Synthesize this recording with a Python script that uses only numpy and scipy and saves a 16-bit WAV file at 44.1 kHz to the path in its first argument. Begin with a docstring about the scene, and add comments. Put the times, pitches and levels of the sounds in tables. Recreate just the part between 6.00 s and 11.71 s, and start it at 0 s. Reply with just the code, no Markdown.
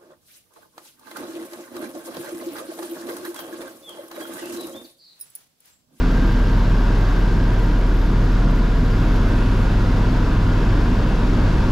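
"""A helicopter cabin in flight: blade passes thump the hull as a stack of sine orders, under the steady
hum of the drive shaft and gears. Shaped stereo noise makes the slipstream's rumble, roar and hiss, and
narrow bands of noise ring as canopy panels. Loose trim ticks in short decaying sines, mostly at left.
A small camera with two close microphone ports holds the peaks down with a soft limiter."""
import sys
import numpy as np
from scipy import signal
from scipy.fft import rfft, irfft, dct, next_fast_len
from scipy.io import wavfile
from scipy.ndimage import uniform_filter1d, minimum_filter1d, map_coordinates

SR = 44100
rng = np.random.default_rng(int(sys.argv[2]) if len(sys.argv) > 2 else 0)


def file_out(sig):
    """Save sig as 16-bit WAV at sys.argv[1]."""
    # one column per channel
    cols = np.atleast_2d(sig).T
    # limit, then scale
    lim = np.clip(cols, -1, 1)
    pcm = np.round(lim * 32767).astype(np.int16)
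    wavfile.write(sys.argv[1], SR, pcm)


N = 251811  # length in samples


def amp(db):
    """Decibels to linear gain."""
    return 10 ** (np.asarray(db) / 20)


def unit(x):
    """Scale to an rms of 1."""
    return x / np.sqrt(np.mean(x ** 2) + 1e-20)


def along(points, hz):
    """Read a (frequency, value) curve with straight lines on a log frequency axis."""
    point_hz, value = np.transpose(points)
    return np.interp(np.log(hz + 1), np.log(point_hz + 1), value)


def curve(points):
    """Draw a (time, value) automation curve, one value per sample."""
    point_s, value = np.transpose(points)
    return np.interp(np.arange(N) / SR, point_s, value)


def wobble(rate_hz):
    """A smooth random curve around zero with rate_hz knots a second."""
    knots = rng.standard_normal(int(N * rate_hz / SR) + 4)
    return map_coordinates(knots, [np.arange(N) * rate_hz / SR])


def filtered(x, response):
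    """Filter x by a complex response of frequency, with padding so the end does not wrap round."""
    padded = next_fast_len(N + SR // 2)
    spectrum = rfft(x, padded) * response(np.fft.rfftfreq(padded, 1 / SR))
    return irfft(spectrum, padded)[..., :N]


def tone(cycles, db):
    """A sine at the given rms level, its phase counted in cycles."""
    return np.sqrt(2) * amp(db) * np.cos(2 * np.pi * cycles)


# How the balance of the blade thump shifts, most of all near the end: start_s, share (0-1)
DEEPEN = [(0, 0.06), (2.5, 0), (4.5, 0.42), (5.0, 0.26), (5.5, 0.5), (5.71, 1.05)]
BLADE_HZ, SPEED_UP_HZ = 19.695, .09  # blade passes a second; passes a second added per unit of deepening


def blade_angle():
    """Count blade passes in cycles: a nearly steady rate with a slight random drift in phase."""
    passes = np.cumsum(BLADE_HZ + SPEED_UP_HZ * curve(DEEPEN)) / SR
    return passes - .335 + .006 * wobble(1.5)


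# How far the camera has swung from the side window toward the nose: start_s, share (0-1)
SWING = [(0, 0.65), (1.5, 0.36), (2.5, 0.14), (3.5, 1), (5.71, 1)]
# Harmonics of the blade pass as the hull answers them: order (multiple of the blade rate), level_db,
# swing_db (added with the swing), deepen_db (added with the deepening), skew_cycles (phase of the answer)
BLADE_ORDERS = [(1, -26.3, -.7, 5, .55), (2, -16, 0, -6, .55), (3, -34.5, 3, 3.5, .5),
                (4, -37, -3, -8, .12), (5, -46, 8, -6, .45), (6, -42, 0, -6, .2)]


def blades(angle):
    """Each blade pass thumps the hull: phase-locked sine orders with small random level changes."""
    swing, deepen = curve(SWING), curve(DEEPEN)
    thump = np.zeros(N)
    for order, level_db, swing_db, deepen_db, skew_cycles in BLADE_ORDERS:
        order_db = level_db + swing_db * swing + deepen_db * deepen + .3 * wobble(5)
        thump += tone(order * angle + skew_cycles, order_db)
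    return thump


# The hum of the drive shaft coming and going: start_s, level_db
SHAFT_LEVEL = [(0, -35), (.45, -28), (1.45, -25.5), (1.85, -35), (2.25, -26), (2.6, -32), (3.0, -23.5),
               (3.6, -25), (4.05, -22), (4.3, -29.5), (4.55, -21.5), (5.0, -29), (5.71, -28.5)]
SHAFT_HZ = 102.12  # turns a second


def drive_shaft():
    """The shaft hums once per turn, beating slowly against the fifth blade order."""
    turns = SHAFT_HZ * np.arange(N) / SR - .12 + .02 * wobble(2.5)
    return tone(turns, curve(SHAFT_LEVEL) + .4 * wobble(5))


# Gear mesh tones: pitch_hz, level_db
GEARS = [(656.7, -53), (1313.2, -57), (3283.5, -66), (4241.6, -70)]


def gears():
    """Meshing gear teeth sing as steady sines whose phases wander."""
    t = np.arange(N) / SR
    return sum(tone(pitch_hz * t + 0.22 * wobble(2.58), level_db) for pitch_hz, level_db in GEARS)


# How alike the air noise is at the two ports: pitch_hz, likeness (0-1)
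ALIKE = [(60, 0.99), (130, 1.0), (280, 0.99), (600, 0.78), (1300, 0.9), (2800, 0.64), (6040, 0.78),
         (13000, 0.53)]
# Phase by which the left port leads the right: pitch_hz, lead_rad
LEAD = [(20, 0), (100, 0.045), (250, -0.065), (690, 0.14), (1210, -0.54), (3010, -0.5), (5430, 0.34),
        (11000, -0.049), (11900, 0.3), (13200, -0.0)]
# Left level minus right level: pitch_hz, lean_db
LEAN = [(200, 0), (1500, .5), (4500, 0), (7500, 2), (11000, 1), (14000, 4)]


def rush(gain, patchy_db):
    """Turbulent air at the two ports: shaped stereo noise with random patches, mono sum at rms 1."""
    noise = signal.stft(rng.standard_normal((2, N)), nperseg=1024)[2]
    patches = rng.standard_normal(noise.shape[1:])
    patches = uniform_filter1d(patches, size=8, axis=0)  # smooth over frequency
    patches = uniform_filter1d(patches, size=8, axis=1)  # smooth over time
    pair = signal.istft(noise * amp(patchy_db * unit(patches)), nperseg=1024)[1][:, :N]

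    def spread(hz):
        turn = np.arccos(np.clip(along(ALIKE, hz), -1, 1)) / 2
        return gain(hz) * [np.cos(turn), np.sin(turn)]

    mid, side = filtered(pair, spread)
    ports = np.array([[.5], [-.5]])  # half of each left-right difference goes to each port
    both = filtered(np.array([mid + side, mid - side]),
                    lambda hz: amp(ports * along(LEAN, hz)) * np.exp(1j * ports * along(LEAD, hz)))
    return both / np.std(both.mean(axis=0))


def blade_wash(angle):
    """Each blade pass presses the air against the canopy: one smooth swell per pass, from -1 to 1."""
    return np.cos(2 * np.pi * angle)


# Tilt of the roar's spectrum before the cabin colours it: pitch_hz, level_db (relative, per Hz)
ROAR = [(150, -120), (250, -23), (400, 0), (500, 0), (640, -2.5), (850, -5), (1100, -4), (1300, -6),
        (1700, -7), (1800, -10.5), (2000, -12.5), (2500, -14), (5000, -21.5), (7500, -31.5), (8100, -37),
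        (12000, -58)]
# Bands where the cabin lifts or dims the roar: pitch_hz, width_hz, gain_db
CABIN = [(840, 36, -2.5), (1770, 95, -0.5), (2066, 40, 0.5), (2510, 230, -2), (2570, 38, 1), (2660, 37, 0),
         (4370, 60, -2.5), (4400, 60, 2.5), (4880, 120, 1.5)]
# Bands of the roar that rise as the camera faces the nose: pitch_hz, width_hz, gain_db
NOSE = [(1530, 36, 3), (2574, 41, 4.5), (2746, 54, 3), (3520, 110, 2)]
# Fader ride of the roar: start_s, level_db
ROAR_LEVEL = [(0, -31.5), (.6, -31.5), (2.1, -33), (3.3, -31.5), (4.6, -31.5), (5.71, -30.5)]


def bumps_db(hz, bands):
    """Sum bell-shaped boosts and cuts in decibels."""
    return sum(gain_db * np.exp(-((hz - pitch_hz) / width_hz) ** 2) for pitch_hz, width_hz, gain_db in bands)


def roar(angle):
    """Slipstream over the canopy: cabin-coloured noise, brighter in a few bands toward the nose."""
    swing = curve(SWING)
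    side_view = rush(lambda hz: amp(along(ROAR, hz) + bumps_db(hz, CABIN)), patchy_db=0.5)
    nose_view = filtered(side_view, lambda hz: amp(bumps_db(hz, NOSE)))
    level_db = curve(ROAR_LEVEL) + 0.29 * blade_wash(angle) + 0.36 * wobble(3.66)
    return amp(level_db) * ((1 - swing) * side_view + swing * nose_view)


# Spectrum of the rumble: pitch_hz, level_db (relative, per Hz)
RUMBLE = [(4, -21), (14, -22), (40, -2.5), (52, 1), (60, 0), (70, -5), (78, -1.5), (90, 0.5), (102, -1),
          (112, 1.5), (135, -1.5), (180, -2), (205, -2.5), (228, -5.5), (245, -2), (272, -8), (292, -5),
          (330, -8), (480, -17), (700, -50), (1500, -120)]
# Fader ride of the rumble: start_s, level_db
RUMBLE_LEVEL = [(0, -21), (.7, -23), (1.8, -23.5), (2.2, -21.5), (2.8, -23), (3.3, -20.5), (3.8, -22),
                (4.6, -21.5), (5.71, -20)]


def rumble(angle):
    """Low turbulence over the hull: deep noise pulsing very slightly with the blades."""
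    level_db = curve(RUMBLE_LEVEL) + 0.091 * blade_wash(angle)
    return amp(level_db) * rush(lambda hz: amp(along(RUMBLE, hz)), patchy_db=0.33)


# Canopy resonances: pitch_hz, width_hz (to either side), level_db, shift_db (added as the ringing shifts)
PANELS = [(157, 8.5, -39, 2.5), (184.3, 10, -37.5, 2), (240.2, 6.4, -37, -1), (254.1, 7, -38, 2.5),
          (291.7, 8, -44, 2), (917, 21, -46, 0.5), (979, 58, -45, 2.5), (1430, 45, -50.5, 7.5),
          (1478, 25, -48, -7.5), (1524, 23, -56, 3), (1588, 29, -43, -9.5), (1632, 40, -52, -2.5)]
# How the ringing moves from the upper panels to the lower ones: start_s, share (0-1)
SHIFT = [(0, 0.2), (1.3, .2), (2.0, 0.7), (2.7, 1), (4.3, 0.82), (5.71, 1)]
WAVER_DB = 2.1  # depth of each panel's random swelling and fading


def panels():
    """One turbulent push rings every canopy panel: the same noise through many narrow resonances."""
    push = rush(lambda hz: (hz > 100) * (hz < 2400), patchy_db=1.35)
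    shift = curve(SHIFT)
    ringing = np.zeros((2, N))
    for k, (pitch_hz, width_hz, level_db, shift_db) in enumerate(PANELS):
        # neighbours ring a quarter cycle apart
        ring = filtered(push, lambda hz: 1j ** k / (1 + ((hz - pitch_hz) / width_hz) ** 2))
        panel_db = level_db + shift_db * shift + WAVER_DB * wobble(1.965)
        ringing += amp(panel_db) * ring / np.std(ring.mean(axis=0))
    return ringing


# Spectrum of the air at the seals: pitch_hz, level_db (relative, per Hz)
HISS = [(5000, -80), (8000, -0.5), (9600, 3), (10700, 5), (12000, 6), (12700, 2), (13800, -7), (15000, -14),
        (15700, -26)]
# Fader ride of the hiss: start_s, level_db
HISS_LEVEL = [(0, -63), (1.0, -63.5), (2.5, -64.5), (3.5, -62), (4.0, -63.5), (5.4, -63), (5.71, -62.5)]
# A narrow whistling band over the hiss: start_s, level_db (relative to the hiss)
WHISTLE_LEVEL = [(0, -14), (2.8, -16), (3.2, -9), (3.55, -7), (3.9, -10), (4.3, -14), (5.71, -12)]
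WHISTLE_HZ, WHISTLE_WIDTH_HZ = 10730, 550


def hiss(angle):
    """Air at the seals: high noise with a narrow band of itself laid back on top as a whistle."""
    leak = rush(lambda hz: amp(along(HISS, hz)), patchy_db=.8)
    whistle = unit(filtered(leak, lambda hz: np.exp(-((hz - WHISTLE_HZ) / WHISTLE_WIDTH_HZ) ** 2)))
    level_db = curve(HISS_LEVEL) + 0.76 * blade_wash(angle)
    return amp(level_db) * (leak + amp(curve(WHISTLE_LEVEL)) * whistle)


CHATTER_DB, CHATTER_HZ, CHATTER_SPREAD_HZ = -61.5, 11950, 220  # faint knocks: mean level, pitch, scatter
SETTLE_S, SETTLE_LEN_S, SETTLE_DB = 3.9, .4, 1  # when, over how long and how far the chatter drops


def chatter(angle):
    """Shaking knocks the trim around two moments per blade pass: rows of start_s, level_db, pitch_hz."""
    beats = np.flatnonzero(np.diff(np.floor(2 * angle - .75)) > 0) / SR
    knock_s = np.repeat(beats, repeats=3)
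    chance = rng.standard_normal((len(knock_s), 3))
    bouts_db = 2.5 * wobble(6)[(knock_s * SR).astype(int)]  # the chatter comes in bouts
    settled = np.clip((knock_s - SETTLE_S) / SETTLE_LEN_S, 0, 1)
    level_db = CHATTER_DB - SETTLE_DB * settled + bouts_db + 1.8 * chance[:, 1]
    pitch_hz = CHATTER_HZ + CHATTER_SPREAD_HZ * chance[:, 2]
    return np.column_stack([knock_s + .004 * chance[:, 0], level_db, pitch_hz])


# The loudest trim ticks: start_s, level_db (peak, before the port gains), pitch_hz
TICKS = [(0.0682, -57, 11600), (0.1196, -47, 12000), (0.1491, -52, 12000), (0.171, -55, 12000),
         (0.2638, -52, 12000), (0.27, -51, 12100), (0.2765, -50, 12000), (0.3235, -50, 12000),
         (0.524, -53, 12000), (0.3197, -55, 12000), (0.5776, -50, 12300), (0.629, -52, 12000),
         (0.7033, -54, 12000), (0.8076, -51, 12100), (0.836, -54, 11600), (0.8879, -56, 11200),
         (0.9567, -56, 11200), (0.9862, -47, 11700), (1.0091, -50.5, 11900), (1.034, -49, 12000),
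         (1.0844, -50, 12000), (1.089, -51, 11500), (1.117, -54, 11900), (1.1395, -53, 11900),
         (1.166, -55, 12000), (1.1353, -59, 11700), (1.1907, -50, 12000), (1.2106, -51, 11800),
         (1.2825, -52, 11300), (1.3364, -51, 11900), (1.3643, -53, 11900), (1.4386, -47, 12000),
         (1.5319, -51, 11300), (1.5953, -47, 11500), (1.6417, -46, 11900), (1.6631, -56, 11600),
         (1.72, -57, 11300), (1.7908, -48, 11700), (1.8766, -55, 11100), (1.9011, -55, 12000),
         (1.9475, -49, 11800), (2.0004, -48, 12000), (2.0522, -53, 11100), (2.2243, -57, 11200),
         (2.2543, -51, 11800), (2.2962, -53, 11500), (2.3236, -53, 11600), (2.4024, -55, 11200),
         (2.4269, -56, 11100), (2.4558, -52, 11500), (2.5102, -50, 11400), (2.5576, -49, 11800),
         (2.5805, -51, 11400), (2.7571, -54, 11700), (2.788, -51, 12100), (2.8325, -53, 11400),
         (2.8639, -50, 11500), (2.9138, -52, 11900), (2.9622, -48, 11900), (2.9846, -52, 11800),
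         (3.017, -53, 12000), (3.037, -54, 12000), (3.0634, -50, 11900), (3.1163, -49, 11700),
         (3.1378, -49, 11800), (3.1637, -47, 11600), (3.2879, -51, 11800), (3.3174, -51, 11600),
         (3.266, -55, 12100), (3.369, -53, 12000), (3.496, -53, 11900), (3.5748, -50, 11700),
         (3.6217, -51, 11600)]
# Ringing modes of one piece of trim: ratio (to the tick's pitch), level_db, t60_s
TRIM_MODES = [(.955, -8, .016), (1, 0, .02), (1.035, -6, .012)]


def trim(angle):
    """Loose trim ticks: each blow rings three fast-decaying modes, louder at the left port."""
    ticking = np.zeros(N + SR)
    t = np.arange(SR // 40) / SR
    ratio, mode_db, t60_s = np.transpose(TRIM_MODES)[..., None]
    for start_s, level_db, pitch_hz in [*chatter(angle), *TICKS]:
        blow_db = 3 * rng.standard_normal(ratio.shape)  # each blow lands elsewhere
        phase = rng.random(ratio.shape)
        decay = amp(mode_db + blow_db - 60 * t / t60_s)
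        ring = np.sum(decay * np.sin(2 * np.pi * (pitch_hz * ratio * t + phase)), axis=0)
        ring = ring * (1 - np.exp(-t / 0.00058))  # soften the attack
        start = max(round(start_s * SR), 0)
        ticking[start:][:len(t)] += amp(level_db) * ring / np.abs(ring).max()
    return ticking[:N] * amp([[4.1], [-6]])  # left and right port gains in dB


def scene():
    """Mix the cabin: drive tones equal at both ports, stereo air, and trim toward the left."""
    angle = blade_angle()
    drive = blades(angle) + drive_shaft() + gears()
    slipstream = roar(angle) + rumble(angle) + panels() + hiss(angle)
    return drive + slipstream + trim(angle)


GAIN_DB, CEILING, KNEE = 0.5, 0.53, 3.7  # input gain; limiter ceiling and how abruptly it bites
TOP_HZ = 15700  # band limit


def record(dry):
    """A fast soft limiter ducks both channels together on loud swings; a band limit cuts the top."""
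    loud = amp(GAIN_DB) * dry
    span = SR // 200  # 5 ms
    need = (1 + (np.abs(loud).max(axis=0) / CEILING) ** KNEE) ** (-1 / KNEE)
    gain = uniform_filter1d(minimum_filter1d(need, size=span), size=span)
    offset = .002  # the converter sits slightly above zero
    kept = np.arange(N) * SR / 2 / N < TOP_HZ
    spectrum = dct(loud * gain + offset, norm='ortho')
    return dct(kept * spectrum, type=3, norm='ortho')


dry = scene()
out = record(dry)
file_out(out)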